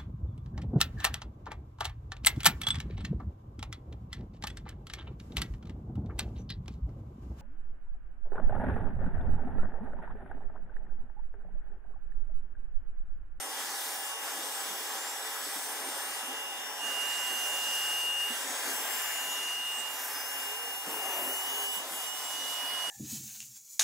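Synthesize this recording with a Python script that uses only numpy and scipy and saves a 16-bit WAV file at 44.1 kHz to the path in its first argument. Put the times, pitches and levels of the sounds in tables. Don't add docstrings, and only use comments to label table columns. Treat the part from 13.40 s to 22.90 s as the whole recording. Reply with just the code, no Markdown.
import sys
import numpy as np
from scipy import signal
from scipy.fft import rfft, irfft, next_fast_len
from scipy.io import wavfile
from scipy.ndimage import uniform_filter1d, map_coordinates

SR = 44100
rng = np.random.default_rng(int(sys.argv[2]) if len(sys.argv) > 2 else 0)


def pcm_store(signal):
    levels = np.round(np.clip(np.atleast_2d(signal), -1, 1) * 32767)
    wavfile.write(sys.argv[1], SR, levels.astype(np.int16).T)


def rack_gain(trim_db):
    fader = np.asarray(trim_db, float)
    return 10 ** (fader / 20)


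N = 418950

BLADE_HZ, EASED_BLADE_HZ, EASED_S, SAG_HZ_PER_S = 2836, 2913, 7.89, 4
BUZZ_PER_BLADE = .3535
OCTAVE_REST_DB = -62
VANES, TEETH = 19, 16
SPELL_EDGE_S = .07
HOLLOW_WIDTH_OCTAVES = .14
SOUND_CM_PER_S = 34300

# time_s, level_db
BLADE_LEVEL = [(2.45, -48.9), (3.03, -40.4), (3.37, -46.9), (3.44, -33.3), (4.07, -33.4), (4.9, -32.9),
               (5.05, -48.3), (5.39, -44.3), (6.13, -35.4), (6.45, -35.7), (6.65, -48.3), (6.98, -39.7),
               (7.62, -41.6), (8.37, -34.3), (8.48, -52.1), (8.63, -39.6), (8.97, -37.1), (9.51, -32.8)]
# time_s, extra_path_to_right_cm, left_shading_db
PHONE_TURN = [(0.88, 6.05, 0.0), (0.96, 5.4, 0.0), (2.53, 5.85, 0.0), (3.13, 7.6, -0.4), (3.39, 7.1, 3.4),
              (3.43, 10.3, 8.4), (4.08, 9.0, 5.0), (4.86, 11.4, -2.8), (5.02, 5.0, -0.1), (5.08, 6.05, 0.0),
              (5.24, 6.3, -0.3), (5.51, 7.6, -1.0), (6.12, 11.1, 1.1), (6.46, 11.1, 1.1), (6.56, 5.0, 0.9),
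              (6.63, 3.9, 0.5), (6.95, 5.5, -0.2), (7.44, 5.68, -0.8), (7.55, 6.9, -4.0), (7.68, 6.8, -6.0),
              (7.86, 6.5, -3.0), (8.05, 6.7, -1.0), (8.11, 6.3, -0.7), (8.33, 6.45, 0.5), (8.59, 4.6, -2.6),
              (8.7, 7.1, 10.8), (8.96, 9.3, 7.6), (9.5, 10.5, 7.5)]
# middle_s, length_s, left_loss_db, right_loss_db
HAND_SWAYS = [(0.0, 0.14, 4.0, 4.0), (0.3, 0.16, 2.0, 2.0), (2.15, 0.45, 3.0, 3.0), (3.34, 0.09, 3.0, 3.0),
              (5.1, 0.12, 4.0, 4.0), (6.6, 0.1, -3.0, 0.0), (6.7, 0.11, 3.0, 4.0), (7.1, 0.2, -0.5, -1.0),
              (8.49, 0.15, 3.0, 3.0), (0.74, 0.45, -5.5, -5.5), (3.61, 0.2, -1.0, -1.8),
              (4.93, 0.22, 10.6, 1.3), (5.32, 0.22, -3.5, -3.7), (6.47, 0.32, 10.4, -1.0),
              (7.29, 0.27, -0.1, -2.3), (7.47, 0.17, 4.8, 2.2), (8.36, 0.16, 6.6, -0.2),
              (8.71, 0.14, 0.3, -2.3), (8.82, 0.23, -1.4, 4.2)]
# start_s, length_s, level_db
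OCTAVE_SPELLS = [
    (0, 2.9, -55.5),
    (3.22, .21, -51),
    (3.65, .45, -58),
    (4.2, .4, -54),
    (5, .75, -55),
    (6.75, .8, -54),
    (7.55, .6, -59),
    (8.64, .2, -52),
    (8.84, .6, -55.5),
]
# start_s, length_s, level_db
THIRD_SPELLS = [
    (8.7, .8, -60),
]
# multiple, level_db, swell_share
MOTOR_BUZZ = [
    (1, -57, .5),
    (2, -62, 1),
    (3, -63, 1.8),
]
# start_s, length_s, gain_db
BUZZ_SWELLS = [
    (2.6, .9, 2),
    (3.2, .8, 3),
    (3.5, 1.5, 3),
    (5.4, .95, 5),
    (8.1, .5, 2),
]

# time_s, speed_turns_per_s
TURBINE_SPEED = [(0.05, 493.0), (0.74, 474.0), (0.92, 424.9), (1.46, 430.8), (1.94, 425.2), (2.37, 458.8),
                 (2.91, 461.7), (3.04, 407.0), (3.49, 371.8), (3.88, 400.1), (4.6, 391.9), (4.8, 420.0),
                 (5.3, 408.9), (6.08, 381.2), (6.47, 385.4), (7.32, 463.4), (8.05, 430.6), (9.24, 383.8)]
# middle_s, length_s, loss_turns_per_s
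BRUSH_PRESSES = [(0.02, 0.3, 31.1), (0.28, 0.49, 45.6), (0.52, 0.33, 15.0), (1.3, 0.37, 13.3),
                 (1.61, 0.56, 46.3), (2.01, 0.41, 18.5), (1.15, 0.12, -5), (3.62, 0.16, -6),
                 (4.43, 0.14, 4), (5.13, 0.12, 4), (3.38, 0.51, 30.2), (4.15, 0.77, 23.2),
                 (4.96, 0.21, 7.5), (5.83, 1.05, 24.7), (6.58, 0.4, 18.7), (6.83, 0.59, 102.3),
                 (7.06, 0.3, 29.8), (7.29, 0.32, -18), (7.55, 0.2, 8), (7.78, 0.56, 72.9),
                 (8.01, 0.29, 41.2), (8.2, 0.27, 15.0), (8.49, 0.11, 12.3), (8.7, 0.29, 9.8),
                 (8.96, 0.37, 14.2), (0.76, 0.12, -3), (3.69, 0.2, 3.5), (4.12, 0.1, 2), (4.28, 0.12, -2.5),
                 (4.37, 0.1, 2), (6.05, 0.3, 2), (7.22, 0.16, -6), (7.41, 0.16, 6), (8.03, 0.08, 8),
                 (8.1, 0.08, -6), (8.26, 0.08, 4), (8.66, 0.08, 3), (8.85, 0.08, -3)]
# start_s, length_s, level_db
VANE_SPELLS = [(0, .1, -47), (.1, .28, -52), (.38, .34, -49), (.72, .1, -54), (.82, .16, -52),
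               (.98, .4, -48.5), (1.38, .22, -53), (1.6, .3, -49), (1.9, .1, -53), (2, .8, -48.5),
               (2.8, .13, -52), (3.44, .24, -53), (3.68, .24, -49.5), (3.92, .08, -54), (4, .54, -49.5),
               (4.54, .24, -58), (4.78, .1, -55), (4.88, .34, -50.5), (5.26, .26, -50), (5.52, .56, -47),
               (6.08, .1, -54), (6.25, .2, -58), (6.45, .16, -52), (6.61, .13, -56), (6.74, .28, -51.5),
               (7.02, .12, -61), (7.14, .16, -56), (7.3, .2, -59), (7.94, .09, -51), (8.03, .07, -58),
               (8.2, .08, -57), (8.28, .14, -50), (8.48, .1, -52), (8.58, .05, -56), (8.64, .09, -48),
               (8.73, .06, -55), (8.79, .1, -49), (8.89, .29, -54)]
# start_s, length_s, level_db
GEAR_SPELLS = [(1.46, .16, -52), (3.89, .2, -48), (4.09, .35, -52), (4.5, .15, -51), (5.06, .3, -49),
               (5.36, .8, -58), (6.56, .09, -51), (6.65, .05, -56), (6.7, .2, -49), (6.9, .04, -56),
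               (7.62, .15, -49), (7.9, .13, -55), (8.09, .17, -49), (8.38, .08, -58)]
# start_s, length_s, level_db
HALF_GEAR_SPELLS = [
    (5.05, .45, -57),
    (8.05, .22, -58),
]
# start_s, length_s, level_db
UNBALANCE_SPELLS = [
    (7.06, .27, -56),
    (7.47, .2, -54.5),
    (7.67, .7, -57),
]

# time_s, nearness_db, nozzle_facing_db, left_minus_right_db
HEAD_VIEW = [(.05, -45, -1, 0), (.35, -43, 1, 1), (1.1, -44, 1, 2.5), (2.7, -45, 1.3, .5),
             (2.98, -48, -1, 0), (3.36, -48.5, -.5, .5), (3.48, -44.5, 0, .5), (3.95, -43, 1.5, .5),
             (4.55, -43, 1.5, 1.5), (5, -42.2, 0, 1.5), (5.53, -43, 4, 6.5), (6.08, -45, .5, 2),
             (6.7, -46, 5.5, .5), (7.31, -48.5, 4, 0), (7.75, -46.3, 6, 1), (8.24, -45.7, 4.7, .5),
             (8.86, -44.5, 2, 2), (9.4, -44, -1.5, 3.5)]
# middle_s, length_s, hiss_loss_db, drone_loss_db
HEAD_LIFTS = [(.1, .18, 2, 3), (.22, .14, -1, -1.5), (.61, .2, 2, 2), (.76, .25, 6.5, 2.5),
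              (.88, .15, 0, -2), (1.11, .2, 1, 1), (1.25, .15, -1, -1), (1.42, .2, 1, 0),
              (1.8, .26, 3.5, 2), (4.74, .42, 5, 3), (6.21, .3, 4.5, 3), (6.42, .4, 6.5, 0),
              (6.64, .14, -2, 0), (7.4, .16, 1.5, 4), (7.52, .14, -2, -1), (7.86, .3, -2.5, 0),
              (8.3, .1, 3, 3), (8.35, .08, -2, -1), (8.44, .2, 7, -1), (8.72, .14, 5, 2), (9.4, .12, 1, -1)]
# frequency_hz, density_db_per_hz
SUCTION_SPECTRUM = [(2300, -49), (3000, -3.5), (3500, 2), (4100, -5.5), (5100, -1), (6500, -1.5),
                    (8500, -2.5), (10500, -7.5), (12000, -46)]
# frequency_hz, density_db_per_hz
FIZZ_SPECTRUM = [(6500, -12), (8500, -3), (10000, -2.5), (11300, 2), (12800, -1.5), (14500, -0.5),
                 (16000, -0.5)]
# middle_s, length_s, frequency_hz, loss_db
BAND_HOLLOWS = [(.3, .3, 4200, -3), (.45, .9, 2850, 3), (3.15, .7, 4200, 5.5), (3.03, .15, 4100, 4),
                (3.33, .15, 4200, 4), (1.8, 2, 2800, 2), (.77, .15, 4200, 4), (4, 1.2, 3100, -2),
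                (4.8, .3, 4300, 2), (5.2, .35, 2900, 5), (5.7, .7, 2080, -3), (5.6, .5, 2620, -3),
                (6.28, .2, 4200, 2), (7.2, .7, 3050, 4), (7.95, .25, 3300, 5), (7.5, .4, 3300, 3),
                (8.2, 1, 1080, -2.5), (7.8, .5, 1550, 2.5), (8.4, .7, 2050, 3), (9.25, .35, 4900, -1.5),
                (9.33, .45, 6700, 5), (1.22, .3, 8500, 2.5), (3.17, .4, 6200, 2), (7.8, .4, 2200, 2.5),
                (6.4, .4, 1550, 4), (3.42, .35, 2250, 5), (2.2, .7, 10800, -2.5), (1.5, .4, 12000, 2),
                (2.75, .45, 15000, 3), (1.55, .3, 14000, -2), (.1, .12, 2750, 4), (2.1, .2, 2700, 3),
                (6.6, .3, 1600, 2), (9.26, .3, 8300, 2), (5.1, .3, 13300, 2), (7.2, .6, 1030, -3),
                (5.12, .3, 1080, -2), (5.15, .4, 12000, 2.5), (3.2, .6, 3550, -3.5), (3.15, .5, 1250, 3),
                (9.28, .3, 5900, 2.5)]
# start_s, length_s, level_db
JET_SPELLS = [
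    (6.32, .12, -46),
]
# frequency_hz, density_db_per_hz
JET_SPECTRUM = [(6800, -12), (7600, -2), (8500, 0), (9200, -12)]
# start_s, peak_db, pitch_hz
CUSHION_BUMPS = [(.561, -51, 260), (1.3, -47, 170), (2.064, -44, 290), (2.156, -44, 280), (2.83, -47, 300),
                 (2.88, -45, 265), (4.9, -41, 248), (4.91, -49, 380), (5.859, -48, 170), (6.378, -50, 250),
                 (7.465, -40, 150), (7.47, -38, 115), (8.363, -49, 191), (8.509, -50, 180),
                 (9.23, -49, 280), (9.47, -46, 140)]

# time_s, housing_ring_db, drone_db
CANISTER_VIEW = [(0, -47.5, -42.5), (2.7, -47.5, -42.2), (2.9, -47.5, -44.5), (3.34, -47.5, -44),
                 (3.5, -48.5, -40.5), (4.8, -51, -41), (5.55, -53, -38.7), (6.1, -54, -42.5),
                 (6.7, -52, -41.5), (7.3, -49.5, -44), (7.75, -46, -40), (8.3, -50, -44.5),
                 (9.5, -55, -42.5)]
# frequency_hz, width_hz, level_db
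HOUSING_MODES = [
    (786.6, 85, 1),
    (1686, 34, -5),
    (1115, 15, -1),
    (455, 25, -9),
    (870, 55, -4),
]
# frequency_hz, density_db_per_hz
DRONE_SPECTRUM = [(400, -24), (680, -13.5), (770, -7.5), (1000, -4.5), (1300, -5.5), (1600, -3), (2050, -6),
                  (2300, -9.5), (2900, -12.5), (3600, -33)]
# frequency_hz, density_db_per_hz
RUMBLE_SPECTRUM = [(60, -18), (130, -7), (180, -11.5), (270, -2.5), (400, -2.5), (550, -2), (750, -4.5),
                   (1100, -11), (1500, -24)]
# start_s, length_s, rumble_gain_db
SUNK_SPELLS = [
    (3.42, .15, 4),
    (4.88, .7, 2.5),
    (7.46, .5, 5),
    (7.96, .62, 2.5),
    (8.38, .18, 2),
    (8.6, .2, -2.5),
    (8.8, .5, 1.5),
]
# frequency_hz, width_hz, level_db
ROOM_MODES = [
    (269, 16, -2),
    (350, 30, -5),
    (425, 40, 3),
    (540, 50, 0),
    (598, 25, 0),
    (680, 45, 5),
]
# start_s, length_s
PHONE_PLACES = [
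    (0, 3.25),
    (3.25, 4.15),
    (7.4, 2.3),
]
# frequency_hz, width_hz, gain_db
PLACE_CRESTS = [
    [(190, 40, 2.5), (310, 110, 3), (455, 70, 2.5), (725, 30, -4), (960, 40, 2), (1040, 40, -2.5),
     (1200, 50, -2), (1280, 60, 3), (1420, 30, -2), (1715, 50, 2.5), (1790, 40, -2), (1940, 50, 3),
     (2150, 90, -3.5)],
    [(280, 50, 1.5), (340, 50, -2), (625, 30, -2), (800, 40, -1.5), (855, 40, 2.5), (920, 40, -4),
     (1115, 50, -4), (1170, 40, 2), (1265, 50, -2.5), (1425, 40, -3), (1600, 80, 3), (1685, 40, -3),
     (1760, 60, 3), (2160, 60, -2.5)],
    [(170, 80, 2), (300, 60, 1.5), (400, 60, -1.5), (640, 60, 2), (725, 50, 2.5), (850, 60, -2),
     (960, 120, 3), (1540, 80, -2.5), (1700, 60, -1.5), (1950, 80, -1.5), (2240, 90, -2.5)],
]

# frequency_hz, correlation
PORT_LIKENESS = [(100, 1), (500, .96), (1200, .92), (2400, .65), (3500, .03), (4400, .6), (6400, .68),
                 (9500, .83), (12500, .81), (15500, .62)]
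# frequency_hz, phase_rad
PORT_LEAD = [(250, 0), (1400, -.4), (2500, 0), (6000, 0), (8500, -.1), (10800, .15), (13500, .85),
             (15700, .35)]
# frequency_hz, gain_db
MICROPHONE = [(20, -60), (110, -34), (170, -8), (220, 0), (15700, 0), (15780, -70)]


def fan():
    since_s = np.arange(N) / SR - EASED_S
    blade_hz = np.where(since_s < 0, BLADE_HZ, EASED_BLADE_HZ - SAG_HZ_PER_S * since_s) + 1.5 * wobble(3)
    return blade_tone(blade_hz) + octave_tone(blade_hz) + motor_buzz(blade_hz) + third_tone(blade_hz)


def blade_tone(blade_hz):
    right_db, = curves(BLADE_LEVEL)
    path_cm, shade_db = curves(PHONE_TURN)
    lead_cycles = (path_cm + .04 * wobble(7)) * blade_hz / SOUND_CM_PER_S
    level_db = np.array([right_db - shade_db, right_db]) - np.array(bells(HAND_SWAYS))
    return rack_gain(level_db + .4 * wobble(25)) * tone(blade_hz, blur_hz=1, lead_cycles=lead_cycles)


def octave_tone(blade_hz):
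    level = np.maximum(heard(OCTAVE_SPELLS), rack_gain(OCTAVE_REST_DB))
    fading_db = 2.8 + np.array([1.6 * wobble(5), 1.6 * wobble(5)])
    lead_cycles = .27 + .072 * wobble(2.04)
    return level * rack_gain(fading_db) * tone(2 * blade_hz, blur_hz=2.5, lead_cycles=lead_cycles)


def third_tone(blade_hz):
    return heard(THIRD_SPELLS) * tone(3 * blade_hz, blur_hz=3)


def motor_buzz(blade_hz):
    swell_db = spells(BUZZ_SWELLS)
    buzz = np.zeros((2, N))
    for k, db, share in MOTOR_BUZZ:
        level = rack_gain(db + share * swell_db + 1.8 * wobble(13))
        buzz += level * tone(k * BUZZ_PER_BLADE * blade_hz, blur_hz=4.48 * k, lead_cycles=.1 * k)
    return buzz


def turbine():
    speed = curves(TURBINE_SPEED)[0] - bells(BRUSH_PRESSES)[0]
    speed = uniform_filter1d(speed, size=2200)
    vane_level = heard(VANE_SPELLS) * rack_gain(1.1 + 1.6 * wobble(14) + 2 * wobble(70))
    vanes = vane_level * tone(VANES * speed, blur_hz=10, lead_cycles=.04 * wobble(1.5))
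    gear_level = heard(GEAR_SPELLS) * rack_gain(1.1 + 1.5 * wobble(8) + 2 * wobble(70))
    gear = gear_level * tone(TEETH * speed, blur_hz=10, lead_cycles=.06 * wobble(2))
    half_gear = heard(HALF_GEAR_SPELLS) * tone(TEETH / 2 * speed, blur_hz=8)
    unbalance = heard(UNBALANCE_SPELLS) * rack_gain(3 * wobble(15)) * tone(speed, blur_hz=5)
    return vanes + gear + half_gear + unbalance


def nozzle_air():
    near_db, facing_db, pan_db = curves(HEAD_VIEW)
    hiss_lost_db, drone_lost_db = bells(HEAD_LIFTS)
    seal_db = .35 * wobble(8.3) + .45 * wobble(30)
    suction_db = near_db - .4 * (hiss_lost_db + drone_lost_db)
    fizz_db = near_db + facing_db - hiss_lost_db

    suction = turbulence(closed(SUCTION_SPECTRUM), patchy_db=1.37, with_hollows=True)
    suction = rack_gain(suction_db + 2.5 + seal_db) * suction
    fizz = turbulence(closed(FIZZ_SPECTRUM), patchy_db=2.0, with_hollows=True)
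    fizz = rack_gain(fizz_db + .3 * seal_db + .2 * wobble(12)) * fizz
    edge = filtered(fizz, lambda hz: 1 / (1 + (13800 / (hz + 1)) ** 20))
    fizz = fizz + edge * (rack_gain(.55 * (facing_db - 2.2)) - 1)

    spread = .48 + .06 * (-43 - fizz_db + pan_db)
    width = 2.8 * np.clip(spread, .1, 1.2) ** 1.08
    pan = rack_gain([pan_db / 2, -pan_db / 2])
    return diffuse(suction + jets(), np.sqrt(width)) + diffuse(fizz, width) * pan


def jets():
    hiss = unit(filtered(rng.standard_normal((2, N)), closed(JET_SPECTRUM)))
    return heard(JET_SPELLS) * rack_gain(2 * wobble(40)) * hiss


def bumps():
    out, t = np.zeros(N + SR), np.arange(SR // 4) / SR
    for start_s, peak_db, hz in CUSHION_BUMPS:
        shape = rack_gain(-60 * t / .11) * (1 - np.exp(-t / .0073))
        band = signal.butter(2, [.5 * hz, 3 * hz], "bandpass", fs=SR)
        puff = unit(signal.lfilter(*band, rng.standard_normal(len(t))))
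        push = np.sin(2 * np.pi * hz * t)
        out[round(start_s * SR):][:len(t)] += rack_gain(peak_db + 3.5) * shape * (push + .74 * puff)
    return out[:N]


def canister_air():
    drone_db = curves(CANISTER_VIEW)[1] - bells(HEAD_LIFTS)[1]
    rumble_db = -55 + .6 * (drone_db - drone_db.mean()) + spells(SUNK_SPELLS) + 1.2 * wobble(5)
    rumble = rack_gain(rumble_db + .44 * wobble(12)) * turbulence(boomy(RUMBLE_SPECTRUM), patchy_db=2.0)
    drone = turbulence(boomy(DRONE_SPECTRUM), patchy_db=.8, with_hollows=True)
    drone = rack_gain(drone_db - .72 + .32 * wobble(8)) * drone
    return diffuse(standing(rumble + drone + housing()))


def housing():
    ring = turbulence(lambda hz: resonances(hz, HOUSING_MODES), patchy_db=.6)
    eased = np.arange(N) >= EASED_S * SR
    pump_hz = np.where(eased, 554.5 * EASED_BLADE_HZ / BLADE_HZ, 554.5)
    pump = rack_gain(-14.5 + 3 * wobble(4)) * tone(pump_hz, blur_hz=2)
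    return rack_gain(curves(CANISTER_VIEW)[0]) * (ring + pump)


def standing(pair):
    hz, t, z = signal.stft(pair, SR, nperseg=2048)
    gain_db = np.zeros((len(hz), len(t)))
    for crests, (start_s, length_s) in zip(PLACE_CRESTS, PHONE_PLACES):
        place_db = sum(db * np.exp(-2 * ((hz - c) / w) ** 2) for c, w, db in crests)
        gain_db += np.outer(place_db, plateau(t, start_s, length_s, edge_s=.2))
    return signal.istft(z * rack_gain(gain_db), nperseg=2048)[1][:, :N]


def boomy(spectrum):
    return lambda hz: closed(spectrum)(hz) * (1 + resonances(hz, ROOM_MODES))


def resonances(hz, modes):
    return sum(rack_gain(db) * w * w / (w * w + 4 * (hz - c) ** 2) for c, w, db in modes)


def turbulence(gain, patchy_db, with_hollows=False):
    z = signal.stft(rng.standard_normal((2, N + 512)), nperseg=512)[2]
    patches = uniform_filter1d(rng.standard_normal(z.shape[1:]), size=8, axis=0)
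    patches = uniform_filter1d(patches, size=14, axis=1)
    gain_db = patchy_db * unit(patches)
    if with_hollows:
        gain_db = gain_db - hollowed(patches.shape)
    pair = signal.istft(z * rack_gain(gain_db), nperseg=512)[1][:, :N]
    return unit(filtered(pair, gain))


def hollowed(shape):
    hz, t = np.linspace(1, SR / 2, shape[0]), np.arange(shape[1]) * 256 / SR
    middle_s, length_s, center_hz, loss_db = np.transpose(BAND_HOLLOWS)[:, :, None]
    band = np.exp(-(np.log2(hz / center_hz) / HOLLOW_WIDTH_OCTAVES) ** 2)
    return band.T @ (loss_db * hump(t, middle_s, length_s))


def diffuse(pair, width=1):
    def mid_side(hz):
        angle = np.arccos(np.clip(along(PORT_LIKENESS, hz), -1, 1)) / 2
        return np.array([np.cos(angle), np.sin(angle)])
    mid, side = filtered(pair, mid_side)
    return np.array([mid + width * side, mid - width * side])


def tone(hz, blur_hz, lead_cycles=0):
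    turns = np.cumsum(hz + blur_hz * wobble(60)) / SR
    if np.any(lead_cycles):
        turns = turns + lead_cycles / 2 * np.array([[1], [-1]])
    return np.sqrt(2) * np.sin(2 * np.pi * turns)


def wobble(rate_hz):
    coarse = np.arange(0, N + 32, 32)
    knots = rng.standard_normal(int(N * rate_hz / SR) + 4)
    return np.interp(np.arange(N), coarse, map_coordinates(knots, [coarse * rate_hz / SR]))


def curves(rows):
    s, *columns = np.transpose(rows)
    return [np.interp(np.arange(N) / SR, s, column) for column in columns]


def plateau(t, start_s, length_s, edge_s):
    since_s = t - start_s if start_s else np.inf
    return np.clip(np.minimum(since_s, start_s + length_s - t) / edge_s + .5, 0, 1)


def hump(t, middle_s, length_s):
    return np.cos(np.pi * np.clip((t - middle_s) / length_s, -.5, .5)) ** 2


def spells(rows):
    t = np.arange(0, N + 32, 32) / SR
    total = sum(high * plateau(t, s, length_s, SPELL_EDGE_S) for s, length_s, high in rows)
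    return np.interp(np.arange(N) / SR, t, total)


def heard(rows):
    return spells([(s, length_s, rack_gain(db)) for s, length_s, db in rows])


def bells(rows):
    t = np.arange(0, N + 32, 32) / SR
    totals = sum(np.outer(high, hump(t, s, length_s)) for s, length_s, *high in rows)
    return [np.interp(np.arange(N) / SR, t, total) for total in totals]


def unit(x):
    return x / np.sqrt(np.mean(x ** 2) + 1e-20)


def along(points, hz):
    f, v = np.transpose(points)
    return np.interp(np.log(hz + 1), np.log(f + 1), v)


def closed(spectrum):
    ends = [(spectrum[0][0] / 2, -120), *spectrum, (spectrum[-1][0] * 2, -120)]
    return lambda hz: rack_gain(along(ends, hz))


def filtered(x, response):
    m = next_fast_len(N + 8192)
    return irfft(rfft(x, m) * response(np.fft.rfftfreq(m, 1 / SR)), m)[..., :N]


def scene():
    return fan() + turbine() + nozzle_air() + bumps() + canister_air()


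def band_limit(x):
    return signal.sosfilt(signal.butter(12, 15740, fs=SR, output="sos"), x)


def record(dry):
    def ports(hz):
        return rack_gain(along(MICROPHONE, hz)) * np.exp(.5j * np.outer([1, -1], along(PORT_LEAD, hz)))
    hush = unit(filtered(rng.standard_normal(N), closed([(25, 0), (120, 0)])))
    mix = filtered(dry, ports) + rack_gain(-102 + 5 * wobble(6)) * hush
    return band_limit(mix)


dry = scene()
out = record(dry)
pcm_store(out)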